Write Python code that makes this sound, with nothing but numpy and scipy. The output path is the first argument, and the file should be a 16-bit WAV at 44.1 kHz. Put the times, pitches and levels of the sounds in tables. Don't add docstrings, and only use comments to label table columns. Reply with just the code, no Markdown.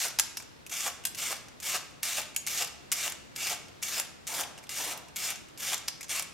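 import sys
import numpy as np
from scipy import signal
from scipy.fft import rfft, irfft
from scipy.io import wavfile
from scipy.ndimage import uniform_filter1d

SR = 44100
rng = np.random.default_rng(int(sys.argv[2]) if len(sys.argv) > 2 else 0)


def to_wav(s):
    ch = np.atleast_2d(s).T
    pcm = np.round(np.clip(ch, -1, 1) * 32767)
    wavfile.write(sys.argv[1], SR, pcm.astype(np.int16))


def gain_from_db(level_db):
    decades = np.asarray(level_db, float) / 20
    return 10 ** decades


N = 279153
TIME = np.arange(N) / SR

# blade enters in seconds, slice tears free in seconds,
# rasp level on entry in dB, rasp level at full pressure in dB, flesh thud at the tear in dB relative.
STROKES = [(-.1, 0.069, -17, -34.5, -4.5), (0.709, 0.88, -39.5, -34.5, -1),
           (1.168, 1.322, -42.5, -32.5, -3), (1.62, 1.76, -40, -32, -3), (2.026, 2.198, -37.5, -33.5, -4),
           (2.464, 2.629, -41, -32.5, -5.5), (2.916, 3.08, -42.5, -33.5, -7.5),
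           (3.355, 3.527, -43.5, -32.5, -5), (3.818, 3.996, -45, -33, -6.5),
           (4.268, 4.411, -42.5, -33.5, -4), (4.696, 4.921, -40.5, -36.5, -4.5),
           (5.154, 5.309, -49, -32, -9.5), (5.576, 5.737, -49.5, -31.5, -7.5), (6.09, 6.196, -36, -34, -11)]
# time in seconds, peak in dB, brightest pitch in Hz, sharpness in dB.
BITES = [(.6656, -31.5, 2730, -21), (0.6966, -29.5, 6000, -14), (1.149, -25.5, 5660, -5),
         (1.1867, -26.5, 7500, 1), (1.6023, -29, 7000, -9), (1.6293, -26.5, 6560, -10),
         (2.0322, -14.5, 11400, -18), (2.047, -27, 5190, -13), (2.467, -21, 7060, -32),
         (2.473, -18, 2140, 4), (2.484, -20.5, 7100, -13), (2.9182, -13.5, 7100, -17),
         (2.9232, -19.5, 2200, -11), (2.926, -16, 7900, 2), (3.3625, -22, 5100, -23),
         (3.8275, -21.5, 2270, -22), (3.8332, -22, 5360, -19), (4.2705, -24.5, 6770, -13),
         (4.276, -21.5, 7250, -10), (4.6936, -23, 5170, -14), (4.7032, -40, 6790, 1),
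         (4.72, -38, 6770, -17), (5.1611, -24, 7350, -6), (5.166, -21, 6830, -1), (5.6027, -29, 6670, -19),
         (6.0838, -37, 5600, -17), (5.5765, -32.5, 5000, -14), (6.095, -25, 6000, -10)]
# pitch in Hz, width in Hz, level in dB.
FRAME = [(1203, 20, -3), (2262, 50, -3), (2730, 76, 4.5), (3370, 160, -3), (5190, 53, 3.5),
         (6090, 600, -4.5), (6770, 83, -0.5), (7290, 220, 2.5), (8190, 420, -3.5), (11350, 250, 5),
         (13100, 450, 5)]


def level(x, db):
    return x * gain_from_db(db) / np.sqrt(np.mean(x ** 2))


def response(points, size=1024):
    hz, db = np.transpose(points)
    bins_hz = np.maximum(np.arange(size // 2 + 1), 1) * SR / size
    gain_db = np.interp(np.log(bins_hz), np.log(hz), db)
    cepstrum = irfft(np.log(gain_from_db(gain_db)))
    cepstrum[1:size // 2] *= 2
    cepstrum[size // 2 + 1:] = 0
    return irfft(np.exp(rfft(cepstrum)))


def unshifted(points):
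    return np.fft.fftshift(irfft(np.abs(rfft(response(points)))))[1:]


def through(x, h):
    return signal.fftconvolve(x, h)[:len(x)]


def ring(x, hz, width_hz):
    return signal.lfilter(*signal.iirpeak(hz, hz / width_hz, fs=SR), x)


def band(x, lo_hz, hi_hz):
    return signal.sosfilt(signal.butter(3, [lo_hz, hi_hz], "band", fs=SR, output="sos"), x)


def walk(rate_hz):
    hold = max(int(SR / rate_hz), 1)
    steps = np.repeat(rng.standard_normal(N // hold + 1), hold)
    return uniform_filter1d(uniform_filter1d(steps, hold), hold)[:N]


def slicing(cells_per_s=12000, frame_db=-2.0, patchy_db=2.0, layers_db=1.5):
    # pitch in Hz, level in dB.
    rasp_colour = [(120, -49), (200, -22), (353, -14), (424, -14), (735, -3.5), (986, -10), (1160, -4),
                   (1450, -4), (2210, -2.5), (3370, -3), (4270, -4), (5940, -1.5), (9930, -7), (13100, -12),
                   (16000, -17.5)]
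    zones_hz = [800, 2400, 5500, 12000]
    cells = (rng.random(N) < cells_per_s / SR) * rng.standard_normal(N)
    frame = sum(gain_from_db(db) * ring(cells, hz, width_hz) for hz, width_hz, db in FRAME)
    rasp = through(cells + gain_from_db(frame_db) * frame, response(rasp_colour))
    rasp = rasp / np.std(band(rasp, 2900, 10900))
    pressure_db, thud_db, buzz_db, hiss_db = stroke_curves()
    edges_hz = 200 * 2 ** np.arange(0, 6.6, .3)
    out = 0
    for lo, hi in zip(edges_hz, edges_hz[1:]):
        share = [np.interp(np.log(lo * hi) / 2, np.log(zones_hz), unit) for unit in np.eye(4)]
        colour_db = share[0] * (thud_db + 12) + share[1] * (buzz_db + 4) + share[3] * (hiss_db + 4.5)
        out = out + band(rasp, lo, hi) * gain_from_db(colour_db + patchy_db * walk(25))
    out = out + handle_buzz(cells) * gain_from_db(buzz_db - 4.5)
    return out * gain_from_db(pressure_db + layers_db * walk(130))


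def stroke_curves(bite_s=0.0023, settle_s=0.0073, release_s=0.025, fade_s=0.15):
    shudder_s, rise_s = 0.033, 0.022
    pressure, thud, buzz, hiss = [], [], [], []
    progress = np.linspace(0, 1, 9)
    for start, tear, entry_db, full_db, top_db in STROKES:
        settled, end = start + settle_s, tear + release_s
        faded = end + fade_s
        swell_s = settled + progress * (tear - settled)
        swell_db = entry_db + (full_db - entry_db) * progress ** 0.41
        pressure += [(start - bite_s, -110), (start, entry_db - 11), *zip(swell_s, swell_db),
                     (end, full_db - 12.5), (faded, -79)]
        shudder = tear - shudder_s
        thud += [(start, -14.5), (shudder, -14.5), (min(shudder + rise_s, tear), top_db), (tear, top_db),
                 (end, -7.5), (faded, -7.5)]
        buzz += [(start, -4), (tear - rise_s, -4), (tear, -4), (end, -0.5), (faded, -0.5)]
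        hiss += [(start, -3), (tear - rise_s, -5), (tear, -3), (end, -8), (faded, -8)]
    curves = [np.interp(TIME, *np.transpose(rows)) for rows in (pressure, thud, buzz, hiss)]
    pressure_db, thud_db, buzz_db, hiss_db = curves
    burst_s, burst_db = 0.0023, -15
    power = gain_from_db(2 * pressure_db)
    for s, db, *_ in BITES:
        after = slice(int(s * SR), int(s * SR) + 4000)
        age = np.abs(TIME[after] - s) / burst_s
        power[after] += gain_from_db(2 * (db + burst_db)) * age * np.exp(1 - age)
    bursting = 1 - gain_from_db(2 * pressure_db) / power
    return 10 * np.log10(power), thud_db - 7 * bursting, buzz_db, hiss_db + 3 * bursting


def handle_buzz(cells, buzz_hz=2260, width_hz=160, lasting_s=0.081, buzz_db=-3):
    starts = np.transpose(STROKES)[0]
    latest = np.clip(np.searchsorted(starts, TIME) - 1, 0, None)
    age_s = TIME - starts[latest]
    return level(ring(cells, buzz_hz, width_hz), buzz_db) * np.exp(-np.abs(age_s) / lasting_s)


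def knocks(size=1500, focus_db=0.5, rise_ms=0.73, soften_per_db=0.023):
    # pitch in Hz, level in dB.
    knock_colour = [(880, -67), (1500, 0), (2770, 0), (4240, 1), (6430, -0.5), (7100, -4.5), (8400, 0.5),
                    (13400, -16.5), (16000, -24.5)]
    ms = np.arange(size) * 1000 / SR
    crack, thud = np.zeros((2, N + size))
    for s, db, hz, dying_ms, sharp_db, thud_db in all_knocks():
        rise = rise_ms * (1 + soften_per_db * max(-18.5 - db, 0))
        fall = np.exp(-(ms / max(1.07 * dying_ms, .3)) ** 1.11)
        rattle = rng.standard_normal(size) * (1 - np.exp(-(ms / rise) ** 2)) * fall
        spectrum = rfft(rattle)
        evened = spectrum / np.sqrt(uniform_filter1d(np.abs(spectrum) ** 2, size=16))
        rattle = irfft(evened, size) * (ms < 25)
        frame = sum(gain_from_db(d) * ring(rattle, f, 2 * width_hz) for f, width_hz, d in FRAME)
        broad = through(rattle + gain_from_db(2) * frame, response(knock_colour))
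        spot = level(ring(rattle, hz, hz / 7), focus_db)
        edge = level(band(broad, 8900, 15500), sharp_db + 0.5)
        bright = level(broad, 0) + spot + edge
        first = int(s * SR) - 50
        at = slice(first, first + size)
        crack[at] += gain_from_db(db) * bright / np.abs(bright).max()
        thud[at] += gain_from_db(db + thud_db) * rattle / np.abs(rattle).max()
    return (crack + gain_from_db(19.5) * band(thud, 673, 1750))[:N]


def all_knocks():
    # time in seconds, peak in dB, brightest pitch in Hz, sharpness in dB,
    # thud in dB relative.
    snaps = [(0.0528, -23.5, 6950, -19, -7), (.8068, -20.5, 6680, -21, -27),
             (0.8628, -23.5, 7150, -17, -8.5), (.8774, -23.5, 2200, -17, -9), (1.3266, -31, 2850, -22, -5),
             (2.198, -34, 7200, -17, -13), (2.6226, -18.5, 2630, -16, -32), (3.0784, -22.5, 2810, -18, -14),
             (3.9987, -13.5, 6950, 2, -21), (4.922, -36, 2660, -11, -12), (4.935, -28, 6720, -18, -17),
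             (5.305, -25, 2700, 1, -28), (5.7342, -23, 7400, -9, -7.5), (5.744, -18.5, 6950, -11, -24),
             (6.196, -18, 7400, -2, -16)]
    # time in seconds, peak in dB, brightest pitch in Hz, sharpness in dB.
    rebounds = [(0.0822, -24.5, 5700, 5), (0.9007, -29, 2780, -16), (1.3432, -38, 3430, -23),
                (1.3653, -35, 5180, -20), (1.7768, -42, 6790, -23), (2.216, -26.5, 2200, -4),
                (2.646, -23.5, 6900, 2), (2.674, -32, 5150, -5), (3.0984, -28, 11300, -14),
                (3.1215, -26.5, 7300, -13), (3.5464, -32, 2200, -7), (4.0505, -37, 3400, -28),
                (4.4353, -27.5, 3530, -12), (4.9753, -31, 11300, -24), (5.3578, -32, 6200, -17),
                (5.779, -28, 7240, -16), (6.2239, -25.5, 8800, -15)]
    # time in seconds, peak in dB,
    # brightest pitch in Hz, dying time in ms, sharpness in dB.
    clacks = [
        (1.053, -14, 11600, 2.3, -18),
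        (1.0556, -22, 8190, 5, -9),
        (1.0694, -25, 8190, 4.6, -13),
        (2.3633, -20, 3030, 1.4, -6),
        (2.364, -14, 6800, 1.76, 3),
        (2.3735, -26, 6740, 2.2, -6),
        (6.0088, -30, 2230, 7.9, -20),
        (6.03, -28.5, 6700, 4.8, -10),
    ]
    # time in seconds, peak in dB, brightest pitch in Hz,
    # dying time in ms, sharpness in dB.
    bumps = [
        (0.1883, -11, 5500, 2.9, -7),
        (.197, -7.5, 7130, 2.6, -1.5),
        (0.2064, -26, 7160, 2.6, -19),
        (.371, -22, 5570, 6.1, -1.5),
        (5.8786, -30, 5110, 2.2, -12),
        (5.882, -17, 5200, 3.4, -15),
        (5.8866, -20, 5850, 1.4, -8),
    ]
    # time in seconds, peak in dB, brightest pitch in Hz.
    ticks = [(.3994, -34.5, 2380), (.4232, -37, 7320), (1.038, -36, 2840), (1.4836, -40.5, 5900),
             (1.907, -47, 2400), (2.3466, -39, 2210), (3.683, -44, 5160), (4.577, -37.5, 2920),
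             (4.586, -39, 5460), (4.6294, -43.5, 2200), (4.6384, -37.5, 2240), (4.669, -43, 3480),
             (5.083, -42, 2700), (5.4849, -46.5, 2870), (5.8924, -35, 5030), (6.043, -35, 6490)]
    return ([(s, db, hz, 4.2 + 1.68 * db, sharp, -28) for s, db, hz, sharp in BITES]
            + [(s, db, hz, 2.1, sharp, thud) for s, db, hz, sharp, thud in snaps]
            + [(s, db, hz, 3.9, sharp, -28) for s, db, hz, sharp in rebounds]
            + [(s, db, hz, ms, sharp, -29) for s, db, hz, ms, sharp in clacks]
            + [(s, db, hz, ms, sharp, -21.5) for s, db, hz, ms, sharp in bumps]
            + [(s, db, hz, 5, -28, -15) for s, db, hz in ticks])


def blade(struck_db=-11, others_db=-30, struck_t60_s=.19):
    # pitch in Hz, level in dB, t60 in seconds.
    blade_modes = [(2220, -10, 0.1), (5050, -4, 0.1), (6740, 15, 0.14), (7214, 3, 0.19), (8060, 18, 0.14),
                   (10900, -38, 0.36), (13320, -27, 0.21)]
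    # time in seconds, peak in dB, strongest mode in Hz.
    rings = [
        (0.3716, -34, 5190),
        (1.0514, -27.5, 8130),
        (2.3645, -25.5, 6740),
    ]
    out = np.zeros(N)
    for s, peak_db, struck_hz in rings:
        t = np.clip(TIME - s, 0, None)
        modes = [(hz, db + others_db, t60) for hz, db, t60 in blade_modes]
        for hz, db, t60 in modes + [(struck_hz, struck_db, struck_t60_s)]:
            span = (t > 0) & (t < t60)
            decay = gain_from_db(peak_db + db - 60 * t[span] / t60)
            out[span] += decay * np.sin(2 * np.pi * hz * t[span])
    return out


def kitchen(gap_s=0.0071):
    # pitch in Hz, t60 in seconds.
    decays = [(250, 1), (700, 0.76), (1500, 0.66), (3000, 0.62), (6000, 0.58), (10000, 0.43), (15000, 0.2)]
    t = np.arange(SR) / SR
    hz, t60_s = np.transpose(decays)
    edges_hz = np.r_[100, np.sqrt(hz[1:] * hz[:-1]), 19000]
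    tail = 0
    for lo, hi, t60 in zip(edges_hz, edges_hz[1:], t60_s):
        fall = gain_from_db(-60 * t / t60) * np.clip(t / gap_s - .5, 0, 1)
        tail = tail + band(rng.standard_normal(SR), lo, hi) * fall / np.sqrt(np.sum(fall ** 2))
    return tail


def drags(rise_s=0.011, fall_db_per_s=70, rough_db=3, wide_db=-8):
    # start in seconds, length in seconds, level in dB.
    events = [
        (4.286, 0.15, -47.5),
        (4.784, 0.1, -46),
    ]
    # pitch in Hz, width in Hz, level in dB.
    tones = [(286, 74, -1), (433, 110, -4), (685, 510, 1.5), (906, 280, 3.5)]
    shape = 0
    for s, lasts_s, db in events:
        fall_db = fall_db_per_s * np.clip(TIME - s - lasts_s, 0, None)
        shape = shape + gain_from_db(db - fall_db) * np.clip((TIME - s) / rise_s, 0, 1)

    def body():
        return sum(gain_from_db(db) * ring(ring(rng.standard_normal(N), hz, width_hz), hz, 2 * width_hz)
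                   for hz, width_hz, db in tones)

    return level(body(), 0) * shape * gain_from_db(rough_db * walk(40)), level(body(), wide_db) * shape


def hum(spectrum, db, drone_db):
    # pitch in Hz, level in dB.
    mains = [(69, -69), (146, -70.5)]
    noise = level(through(rng.standard_normal(N), response(spectrum, size=8192)), db)
    noise = noise * gain_from_db(0.7 * walk(2))
    return noise + sum(level(ring(rng.standard_normal(N), hz, 9), line_db + drone_db) for hz, line_db in mains)


def scene():
    # pitch in Hz, level in dB.
    echo_mid = [(300, -8.5), (1000, -6.5), (3000, -9), (7000, -11), (15000, -18)]
    echo_side = [(300, -5), (1000, -36), (3000, -12), (7000, -16.5), (15000, -11.5)]
    # pitch in Hz, level in dB.
    near_side = [(300, -35), (1000, -48), (2600, -15), (5500, -9), (9000, -9), (11200, 1), (13000, -12),
                 (15000, -6)]
    # pitch in Hz, level in dB.
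    left_lift = [(100, -17), (300, -7), (1000, -52), (10000, -52), (12500, -15)]
    # pitch in Hz, level in dB.
    hum_mid = [(15, -27), (25, -9.5), (114, -2), (263, -4), (344, -5.5), (427, -8), (575, -8.5), (659, -11),
               (4740, -18), (5140, -21), (12900, -32), (16000, -38)]
    hum_side = [(18, -42), (30, -9), (199, -4.5), (1390, -14.5), (2010, -16.5), (2750, -23), (3220, -19.5),
                (5040, -25), (5900, -25), (16000, -40)]
    near = slicing() + knocks() + blade()
    paths = rng.standard_normal(2400) * np.exp(-np.arange(2400) / 600)
    shifted = gain_from_db(-15.5) * np.imag(signal.hilbert(near))
    apart = shifted + through(near, paths / np.sqrt(np.sum(paths ** 2)))
    side = signal.fftconvolve(apart, unshifted(near_side), "same")
    side = side + through(near, through(kitchen(), response(echo_side)))
    mid = near + through(near, through(kitchen(), response(echo_mid)))
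    mid = mid + hum(hum_mid, -56.5, -1.14)
    side = side + hum(hum_side, -54, 1.3) + signal.fftconvolve(mid, unshifted(left_lift), "same")
    far_mid, far_side = drags()
    mid, side = mid + far_mid, side + far_side
    return np.array([mid + side, mid - side])


def roll_off(x):
    return signal.sosfilt(signal.butter(12, 16960, fs=SR, output="sos"), x)


def record(dry):
    dry = signal.sosfilt(signal.butter(1, 40, "high", fs=SR, output="sos"), dry)
    mix = signal.sosfilt(signal.ellip(8, .2, 70, 16000, fs=SR, output="sos"), dry)
    return roll_off(mix)


dry = scene()
out = record(dry)
to_wav(out)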